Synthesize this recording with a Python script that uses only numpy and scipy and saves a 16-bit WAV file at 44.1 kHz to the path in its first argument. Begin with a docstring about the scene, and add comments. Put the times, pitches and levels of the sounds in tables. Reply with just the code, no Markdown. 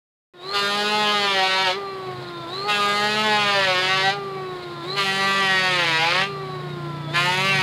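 """An engine drones some way off throughout, and after a brief silence an electric hand planer is heard coasting.
It races up with a loud, rough whistle, then makes four passes along a board on a concrete porch floor.
In each, drum knives strike the wood as impulses; the plank rings, fibres tear, chips spray and the drum bogs down.
Between passes it coasts, humming, with a thin whistle; the sole is dragged into place before passes two and three.
The fourth pass is still cutting at the end."""
import sys
import numpy as np
from scipy import signal
from scipy.fft import rfft, irfft, next_fast_len
from scipy.io import wavfile
from scipy.ndimage import uniform_filter1d

SR = 44100
rng = np.random.default_rng(int(sys.argv[2]) if len(sys.argv) > 2 else 0)


def unload_audio(sound):
    """Save the sound as a 16-bit wav file, at the path given as the first command line argument."""
    columns = np.transpose(np.atleast_2d(sound))
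    # keep every value between -1 and 1, then stretch to whole-number steps
    steps = np.round(np.clip(columns, -1, 1) * 32767)
    wavfile.write(sys.argv[1], SR, steps.astype(np.int16))


N = 336394
TIME = np.arange(N) / SR


def from_db(db):
    """Logarithmic level: decibels to amplitude gain."""
    return 10 ** (np.asarray(db) / 20)


def rms_one(x):
    """Normalisation: scale to an effective value of 1."""
    return x / np.sqrt(np.mean(x ** 2) + 1e-20)


def in_time(rows):
    """Linear interpolation: each column of a curve at every sample."""
    t, *columns = np.transpose(rows)
    return [np.interp(TIME, t, column) for column in columns]


def during(spans, ramp_s):
    """Gating: 1 inside the spans, 0 outside, with linear ramps."""
    return sum(np.clip(np.minimum(TIME - on, off - TIME) / ramp_s, 0, 1) for on, off in spans)


def drift(rate):
    """Low-passed noise: a slow random curve of rms 1, with its two-pole corner at rate in Hz."""
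    step = 40  # samples between points of the curve
    pole = np.exp(-2 * np.pi * rate * step / SR)
    noise = rng.standard_normal(N // step + 2002)
    slow = signal.lfilter([1], [1, -2 * pole, pole * pole], noise)[2000:]
    return np.interp(np.arange(N) / step, np.arange(len(slow)), rms_one(slow))


def coloured(x, spectrum):
    """Spectral shaping: filter x by a gain curve that falls steeply beyond its ends; rms 1."""
    hz, db = np.transpose(spectrum)
    size = next_fast_len(N + SR // 10)
    f = np.maximum(np.fft.rfftfreq(size, 1 / SR), 1)
    gain = from_db(np.interp(np.log(f), np.log(hz), db))
    gain = gain / (1 + (hz[0] / f) ** 8) / (1 + (f / hz[-1]) ** 8)
    return rms_one(irfft(rfft(x, size) * gain, size)[:N])


def band(x, low, high):
    """Complementary band-pass filtering: neighbouring bands add up without a gap."""
    size = next_fast_len(N + SR // 10)
    f = np.fft.rfftfreq(size, 1 / SR)
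    gain = 1 / (1 + (f / high) ** 20) - 1 / (1 + (f / low) ** 20)
    return irfft(rfft(x, size) * gain, size)[:N]


def evened(x, size=1300):
    """Level control: hold the running rms near 1, averaging twice over size samples."""
    power = uniform_filter1d(uniform_filter1d(x * x, size), size)
    return x / np.sqrt(np.maximum(power, 1e-12))


def turns_of(hz):
    """Phase is the integral of frequency: cycles done so far."""
    return np.cumsum(hz) / SR


def tone(turns, multiple, flutter_db, wander):
    """Rotational partial at a multiple of the turn rate, unsteady in level (dB) and phase (rad); rms 1."""
    phase = 2 * np.pi * multiple * turns + wander * drift(33)
    return rms_one(np.sin(phase) * from_db(flutter_db * drift(13.7)))


# far engine: t/s, frequency of the fifth firing harmonic f/Hz, level/dB
ENGINE = [(1.9, 127.6, -59), (2.09, 133.9, -42), (2.2, 129.9, -38.5), (2.3, 137.8, -49), (2.5, 127, -45),
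          (2.68, 146.0, -47), (2.85, 133.9, -45.5), (4.02, 142.2, -39.5), (4.56, 145.9, -45.5),
          (5.77, 147, -39), (6.41, 148.6, -38), (7.11, 147.9, -31.5), (7.44, 144, -35.5),
          (7.62, 145.3, -27)]
# its harmonics: multiple of the firing rate, level/dB against the fifth
ENGINE_ORDERS = [(2, -27), (3, -24), (4, -12), (5, 0), (6, -13), (7, -21), (8, -22.5), (9, -16.5)]
# outdoor rumble: f/Hz, relative level/dB per Hz
RUMBLE_COLOUR = [(25, -26), (45, -17), (70, -5.5), (100, -17), (140, 6.5), (220, -3), (320, -5),
                 (600, -3.5)]


def far_engine():
    """Propagation loss: only low firing harmonics carry this far, over a dull outdoor rumble."""
    fifth_hz, level_db = in_time(ENGINE)
    firings = turns_of(fifth_hz / 5)
    drone = sum(from_db(db) * tone(firings, k, flutter_db=1.4, wander=0.091) for k, db in ENGINE_ORDERS)
    rumble = from_db(-45.0) * coloured(rng.standard_normal(N), RUMBLE_COLOUR)
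    return from_db(level_db) * drone + rumble


# passes along the board: knives bite t/s, sole lifts t/s, level/dB,
# then extra rasp level/dB, extra edge level/dB, extra spray level/dB, extra thump level/dB
PASSES = [(.527, 1.712, 1, -4, 0, 0, -1.5), (2.672, 4.105, 0.5, -1.5, -0.5, 0.5, -1.5),
          (4.955, 6.228, 0, 0.5, -0.5, 1.5, 6.5), (7.132, 7.7, -1, 5, 0.5, 3.5, 10)]


def pass_age():
    """Event timing: index of the latest pass and seconds since its knives bit."""
    bites = np.array(PASSES)[:, 0]
    which = np.maximum(np.searchsorted(bites, TIME) - 1, 0)
    return which, np.maximum(TIME - bites[which], 0)


# trigger released, the motor coasts: from t/s, to t/s, initial rotation rate f/Hz
COASTS = [(.3, .41, 181.5), (1.775, 2.48, 201.0), (4.14, 4.835, 202.6), (6.27, 7.1, 200.0)]
# drum speed under load, one curve a pass: t/s, rotation rate f/Hz
LOADED_SPEED = [
    [(0.53, 202.8), (0.582, 201.4), (0.662, 201.4), (0.914, 210.4), (1.0, 211.3), (1.152, 206.4),
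     (1.222, 202.6), (1.398, 189.7), (1.444, 188.6), (1.632, 190.1), (1.696, 182.6), (1.72, 184.5)],
    [(2.68, 208.8), (2.758, 205.2), (2.818, 204.3), (2.928, 204.2), (3.058, 209.4), (3.248, 215.7),
     (3.534, 200.1), (3.632, 192.1), (3.692, 185.6), (3.762, 181.7), (3.922, 189.6), (4.024, 191.0),
     (4.1, 195.3)],
    [(4.97, 200.1), (5.08, 192.7), (5.338, 195.8), (5.408, 194.9), (5.488, 190.8), (5.696, 183.9),
     (5.752, 179.6), (5.892, 163.6), (5.95, 160.4), (6.0, 161.0), (6.08, 169.0), (6.152, 181.6),
     (6.22, 192.8)],
    [(7.14, 171.0), (7.344, 183.6), (7.448, 192.7), (7.51, 194.0), (7.582, 189.3), (7.62, 185.6)],
]
# time constants of coasting and racing up (s); speed approached without load (turns per s)
COAST_S, SPIN_UP_S, FREE_SPEED = 3.8, .13, 216


def drum_speed():
    """Rotor dynamics: exponential run-down and run-up, then speed follows the load of the cut."""
    points = []
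    for (start, pulled, first), loaded in zip(COASTS, LOADED_SPEED):
        for t in np.linspace(start, pulled, 10):
            points.append((t, first * np.exp((start - t) / COAST_S)))
        shortfall = FREE_SPEED - points[-1][1]
        for t in np.arange(pulled, loaded[0][0] - .035, .01)[1:]:
            points.append((t, FREE_SPEED - shortfall * np.exp((pulled - t) / SPIN_UP_S)))
        points += list(loaded)
    return in_time(points)[0]


USUAL_SPEED = 195  # turns per s, reference for hum and thump
# air pushed by the two knives: dB at the usual speed, rise in dB per turn/s
HUM_DB, HUM_DB_PER_SPEED = -34, 0.1547
# weaker tones of the drum: multiple of the turn rate, level/dB against the knife hum
DRUM_ORDERS = [(1, -19), (3, -23.5), (4, -8.5), (5, -33), (7, -18), (9, -46), (10, -16), (11, -43),
               (12, -18), (13, -48), (14, -21), (16, -37)]
# motor whine, faint where its echo off the floor cancels it: f/Hz, level/dB
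WHINE = [(960, -46), (1020, -38.5), (1050, -41), (1068, -46.5), (1100, -37.5), (1160, -36), (1230, -30),
         (1300, -35), (1360, -42), (1440, -48), (1520, -52), (1600, -46), (1720, -56)]
# resonance lifting the drum's eighth harmonic at low speed: centre f/Hz, width f/Hz, peak level/dB
COVER_MODE = (1337, 105, -41.5)
# rush of the fan: f/Hz, relative level/dB per Hz
AIR_COLOUR = [(250, 2.5), (450, 9), (800, 9), (1400, 3), (1900, 4), (2600, -1.5), (3300, 1), (4100, 1),
              (5000, -5.5), (5800, -17.5), (7200, -16.5), (10000, -21), (15500, -24.5)]


def machine(turns, speed, power, contact):
    """Aerodynamic and rotational noise: knives chop the air, the belt-driven motor whines, its fan rushes."""
    hum_gain = from_db(HUM_DB + HUM_DB_PER_SPEED * (speed - USUAL_SPEED))
    drum = tone(turns, 2, flutter_db=2.0, wander=0.21)
    drum = drum + sum(from_db(db) * tone(turns, k, flutter_db=4.0, wander=0.13) for k, db in DRUM_ORDERS)
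    whine_db = np.interp(6 * speed, *np.transpose(WHINE)) - 4 * contact
    whine = from_db(whine_db) * tone(turns, 6, flutter_db=.9, wander=.2)
    centre_hz, width_hz, peak_db = COVER_MODE
    cover_gain = from_db(peak_db) / np.hypot(1, 2 * (8 * speed - centre_hz) / width_hz)
    cover = cover_gain * tone(turns, 8, flutter_db=.9, wander=.2)
    air_gain = (speed / speed.mean()) ** 0.5 * from_db(-41 + 3.36 * power + 0.6 * drift(30))
    air = air_gain * coloured(rng.standard_normal(N), AIR_COLOUR)
    return hum_gain * drum + whine + cover + air


SLOT_ORDER = 21.2  # armature slots passing per turn of the drum
RIPPLE_HZ = 100  # torque ripples at twice the mains rate
# resonance of the motor housing: centre f/Hz, width f/Hz, boost level/dB
HOUSING = (4080, 480, 8.0)
# how far (dB) and how fast (s) the load of the cut quietens the whistle
SMOTHERED_DB, SMOTHER_S = -13, 0.17


def whistle(turns, speed, power, contact):
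    """Slot-passing tone: thin when coasting; under power it is rippled and resonant, with brush fizz."""
    ripple = 1 + .45 * np.sin(2 * np.pi * RIPPLE_HZ * TIME)
    centre_hz, width_hz, boost_db = HOUSING
    housing = from_db(boost_db / (1 + (2 * (SLOT_ORDER * speed - centre_hz) / width_hz) ** 2))
    coasting = from_db(-50.0) * tone(turns, SLOT_ORDER, flutter_db=4.0, wander=0.25)
    sparks = tone(turns, SLOT_ORDER, flutter_db=2, wander=.9) * (1 + .5 * drift(220))
    overtone = tone(turns, 2 * SLOT_ORDER, flutter_db=2, wander=2)
    fizz_colour = [(3000, -51), (4100, 14), (5500, -19), (7200, -9), (9000, -19), (15000, -32)]
    brushes = from_db(-44.5) * coloured(rng.standard_normal(N), fizz_colour)
    driven = from_db(-41.5) * housing * sparks + from_db(-68.0) * overtone + brushes
    # it lingers for a moment after the bite, until the load smothers it
    load = contact * np.minimum(pass_age()[1] / SMOTHER_S, 1)
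    return coasting + power * from_db(SMOTHERED_DB * load) * ripple * driven


# sole set down and dragged into place: from t/s, to t/s, level/dB
DRAGS = [(2.144, 2.32, -46), (2.33, 2.477, -49), (4.55, 4.662, -45), (4.673, 4.86, -48.5)]
# its friction noise: f/Hz, relative level/dB per Hz
DRAG_COLOUR = [(70, 11), (300, -38), (900, -9), (2500, -34), (3400, -3), (4000, 9), (4500, -1), (5500, -22),
               (9000, -19)]


def dragging():
    """Friction noise: the metal sole rubs over the wood and rings the housing."""
    pressure = sum(from_db(db) * during([(on, off)], ramp_s=0.018) for on, off, db in DRAGS)
    rubbing = rng.standard_normal(N) * from_db(3.2 * drift(60))
    return pressure * coloured(rubbing, DRAG_COLOUR)


# plank modes excited by harmonics of the knife blows: centre f/Hz, width f/Hz, level/dB
PLANK_MODES = [(547, 17, -34.5), (736, 90, -36.5), (842.6, 22, -31.5), (938, 21, -30), (1156, 10, -34),
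               (1249, 12, -33), (1416, 12, -30), (1897, 76, -34.5)]
# squeals, one harmonic locked to the plank: from t/s, to t/s, multiple of the turn rate, level/dB
SQUEALS = [(0.51, 0.692, 6, -26.5), (0.842, 1.16, 4, -45), (1.38, 1.49, 4, -26.5), (1.39, 1.74, 5, -32),
           (1.027, 1.16, 15, -28), (2.696, 2.783, 13, -23.5), (2.76, 3.02, 6, -30.5),
           (3.045, 3.402, 4, -36), (3.402, 3.56, 6, -39.5), (3.529, 3.842, 3, -30), (3.851, 4.065, 6, -29),
           (4.035, 4.132, 4, -26), (4.95, 5.067, 6, -25), (5.044, 5.63, 10, -29), (5.2, 5.47, 6, -28.5),
           (5.677, 5.81, 3, -35), (5.99, 6.14, 5, -32.5), (7.14, 7.234, 6, -22.5), (7.135, 7.215, 10, -23),
           (7.24, 7.371, 5, -23), (7.462, 7.624, 14, -26)]


def singing(turns, speed):
    """Resonance: plank modes swell as knife harmonics slide through them; now and then one squeals."""
    out = 0
    for k in range(3, 17):
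        gain = sum(from_db(db) / (1 + (2 * (k * speed - hz) / width) ** 2) for hz, width, db in PLANK_MODES)
        for on, off, multiple, db in SQUEALS:
            if multiple == k:
                gain = gain + from_db(db) * during([(on, off)], ramp_s=0.05)
        out = out + gain * tone(turns, k, flutter_db=1.86, wander=0.11)
    return out


# the sole bounces on the wood: middle t/s, length t/s, chatter amount (0-1)
BOUNCES = [(1.347, 0.23, 0.2), (1.714, 0.19, 0.34), (3.48, 0.23, 0.17), (3.655, .18, 0.3),
           (3.85, 0.085, 0.24), (4.113, 0.099, 0), (5.035, .14, 0.18), (5.83, 0.27, 0.32),
           (6.147, 0.32, 0.53), (7.308, 0.32, 0.25), (7.62, 0.19, 0.3)]
# constant chatter, extra at the bite (both 0-1), decay time of the extra (s)
STEADY_CHATTER, BITE_CHATTER, BITE_CHATTER_S = 0.03, 0.13, 0.049


def chattering(age):
    """Contact instability: the sole shakes briefly as the knives bite, and in each bout of bouncing."""
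    bouts = 0
    for middle, length, amount in BOUNCES:
        bouts = bouts + amount * np.cos(np.pi * np.clip((TIME - middle) / length, -.5, .5))
    return np.clip(STEADY_CHATTER + BITE_CHATTER * np.exp(-age / BITE_CHATTER_S) + bouts, 0, 1)


def knife_strikes(turns, chatter, slip_s, uneven_db, second_knife_db):
    """Impulse excitation: the proud knife hits, the other grazes; chatter scatters timing and force."""
    halves = np.arange(1, int(2 * turns[-1]))
    chance = rng.standard_normal((len(halves), 2))
    at = np.interp(halves / 2, turns, np.arange(N))
    rough = chatter[at.astype(int)]
    at = np.clip(at + chance[:, 0] * rough * slip_s * SR, 0, N - 2)
    force = from_db(uneven_db * rough * chance[:, 1] + second_knife_db * (halves % 2))
    # each impulse is shared between the two nearest samples
    whole, part = at.astype(int), at % 1
    return np.bincount(whole, force * (1 - part), N) + np.bincount(whole + 1, force * part, N)


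def board(strikes, ring_s, ring_db, evenness, lag_s, size=4400, count=1100):
    """Dispersive reverberation: dense echoes in the plank follow each blow and change along the board."""
    age = np.arange(count) / SR
    # bending waves disperse: 1 kHz arrives after lag_s, the treble sooner
    travel = np.exp(-4j * np.pi * lag_s * np.sqrt(1000 * np.fft.rfftfreq(2 * count, 1 / SR)))
    out = np.zeros(N + 3 * size + 2 * count)
    padded = np.pad(strikes, (size, 2 * size))
    for start in range(0, N + size, size):
        echoes = rng.standard_normal(count) * np.exp(-age / ring_s)
        blow = echoes * from_db(ring_db) / np.linalg.norm(echoes) + (age == 0)
        # the pressed-down sole damps the plank and flattens its peaks and valleys
        spectrum = rfft(np.pad(blow, (count, 0)))
        response = irfft(travel * spectrum / np.abs(spectrum) ** np.clip(evenness, 0, .8))
        # overlapping windows crossfade one stretch of board into the next
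        stretch = padded[start:start + 2 * size] * np.hanning(2 * size)
        rung = signal.fftconvolve(stretch, response)
        out[start:start + len(rung)] += rung
    return out[size + count:][:N]


def fibre_tearing(turns):
    """Fracture noise: loudest just after the knife enters, and mostly treble."""
    after_blow = 0.019 + np.exp(-(turns % 1) / 0.42)
    tearing = rng.standard_normal(N) * after_blow * from_db(1.3 * drift(110))
    return coloured(tearing, [(200, -41), (1000, -42), (3000, -14.5), (18000, -25)])


def floor_echo(x, near_s, far_s, share):
    """Comb filtering: the floor echo lags more as a pass goes on, so its treble ridges slide down."""
    lag = np.interp(TIME, np.array(PASSES)[:, :2].ravel(), [near_s, far_s] * len(PASSES))
    return x + share * np.interp(TIME - lag, TIME, x)


# thump before pass level: dB at the usual speed, rise in dB per turn/s, ceiling in dB; build-up (s)
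THUMP_DB, THUMP_DB_PER_SPEED, THUMP_TOP_DB, THUMP_BUILDS_S = -44, .6, -33, 0.126


def drum_thump(turns, speed, age, extra_db):
    """Forced vibration: a sine once a turn, building as the sole gets onto the board."""
    db = THUMP_DB + extra_db + THUMP_DB_PER_SPEED * (speed - USUAL_SPEED)
    gain = from_db(np.minimum(db, THUMP_TOP_DB)) * np.minimum(age / THUMP_BUILDS_S, 1) ** 2
    return gain * np.sqrt(2) * np.sin(2 * np.pi * turns)


# filter on the cutting noise: f/Hz, gain level/dB
CUT_COLOUR = [(430, 2.5), (600, -4), (850, -6.5), (1250, 7.5), (2000, 2), (3000, 0.5), (4400, -4),
              (5000, -9), (5700, -24), (6600, -25.5), (8000, -28.5), (9800, -33), (13000, -39),
              (15500, -35)]
# named ranges of the cutting noise: low f/Hz, high f/Hz
ZONES = {"body": (470, 1000), "knock": (1000, 1650), "rasp": (1650, 2800), "edge": (2800, 5500),
         "spray": (5500, 8500), "fizz": (8500, 15500)}
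# their levels before pass extras: level/dB at the bite, level/dB further along
ZONE_DB = {"body": (-38, -29), "knock": (-31.5, -30), "rasp": (-31.5, -24.5), "edge": (-30, -26.5),
           "spray": (-44.5, -43.5), "fizz": (-48.5, -59)}
# time over which the wood's ringing and the chip spray make that shift (s)
WOOD_SHIFT_S, SPRAY_SHIFT_S = 0.76, 2.4
# harder blows on the end grain: extra dB at first, Gaussian decay width (s)
END_GRAIN_DB, END_GRAIN_S = 4.5, 0.068
BITE_S, RELEASE_T60_S = 0.029, 0.21  # attack time; time for a 60 dB fall after the sole lifts


def cutting(turns, speed):
    """Impact and fracture sound: knife blows ring the board; fibres tear after each and chips spray out."""
    which, age = pass_age()
    _, lift_s, pass_db, rasp_db, edge_db, spray_db, thump_db = np.array(PASSES)[which].T
    chatter = chattering(age)
    strikes = knife_strikes(turns, chatter, slip_s=.00005, uneven_db=4.0, second_knife_db=-19.5)
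    blows = rms_one(board(strikes, ring_s=.0042, ring_db=13, evenness=.22, lag_s=.004, size=3200))
    tearing = fibre_tearing(turns)
    wood = coloured(blows + (.12 + .9 * chatter) * tearing, CUT_COLOUR)
    spray = coloured(blows + (.6 + 1.6 * chatter) * tearing, CUT_COLOUR)
    # chips leave in uneven puffs
    spray = spray * from_db(1.0 * drift(70) + 1.8 * drift(600))
    spray = floor_echo(spray, near_s=.00028, far_s=.00033, share=.3)
    end_grain_db = END_GRAIN_DB * np.exp(-(age / END_GRAIN_S) ** 2 / 2)
    wood_extra_db = {"rasp": rasp_db, "edge": edge_db}
    sound = singing(turns, speed)
    for name, (first_db, later_db) in ZONE_DB.items():
        if name in ("spray", "fizz"):
            source, shift_s, extra_db = spray, SPRAY_SHIFT_S, spray_db
        else:
            source, shift_s = wood, WOOD_SHIFT_S
            extra_db = end_grain_db + wood_extra_db.get(name, 0)
        db = first_db + (later_db - first_db) * np.minimum(age / shift_s, 1) + extra_db
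        sound = sound + from_db(db) * evened(band(source, *ZONES[name]))
    thump = drum_thump(turns, speed, age, thump_db)
    # quick bite; the ringing dies away as the sole lifts
    release_db = -60 * np.maximum(TIME - lift_s, 0) / RELEASE_T60_S
    envelope = np.minimum(age / BITE_S, 1) * from_db(pass_db + release_db)
    return envelope * (sound + thump)


def scene():
    """Superposition: the planer close by, the engine behind it."""
    speed = drum_speed() * (1 + 0.000504 * drift(16.5))
    turns = turns_of(speed)
    power = 1 - during([(start - .05, pulled + 0.01) for start, pulled, _ in COASTS], ramp_s=0.025)
    contact = during([(bite, lift + 0.12) for bite, lift, *_ in PASSES], ramp_s=0.01)
    # the whistle swells later than the fan
    racing = 1 - during([(start - .07, pulled + 0.069) for start, pulled, _ in COASTS], ramp_s=0.11)
    motor = machine(turns, speed, power, contact) + whistle(turns, speed, racing, contact)
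    return (far_engine() + motor + dragging() + cutting(turns, speed))[None]


START_S = .337  # silence until then
CUTOFF_HZ = 15700  # upper limit of the sound


def record(dry):
    """Saturation and band-limiting: after a short fade-in, peaks are rounded and the top is cut."""
    fade_db = -14 * np.clip(1 - (TIME - START_S) / 0.18, 0, 1)
    opening = (TIME > START_S) * from_db(fade_db)
    rounded = dry / (1 + (dry / .46) ** 6) ** (1 / 6)
    low_pass = signal.ellip(12, .1, 80, CUTOFF_HZ, fs=SR, output="sos")
    return signal.sosfilt(low_pass, rounded * opening)


dry = scene()
out = record(dry)
unload_audio(out)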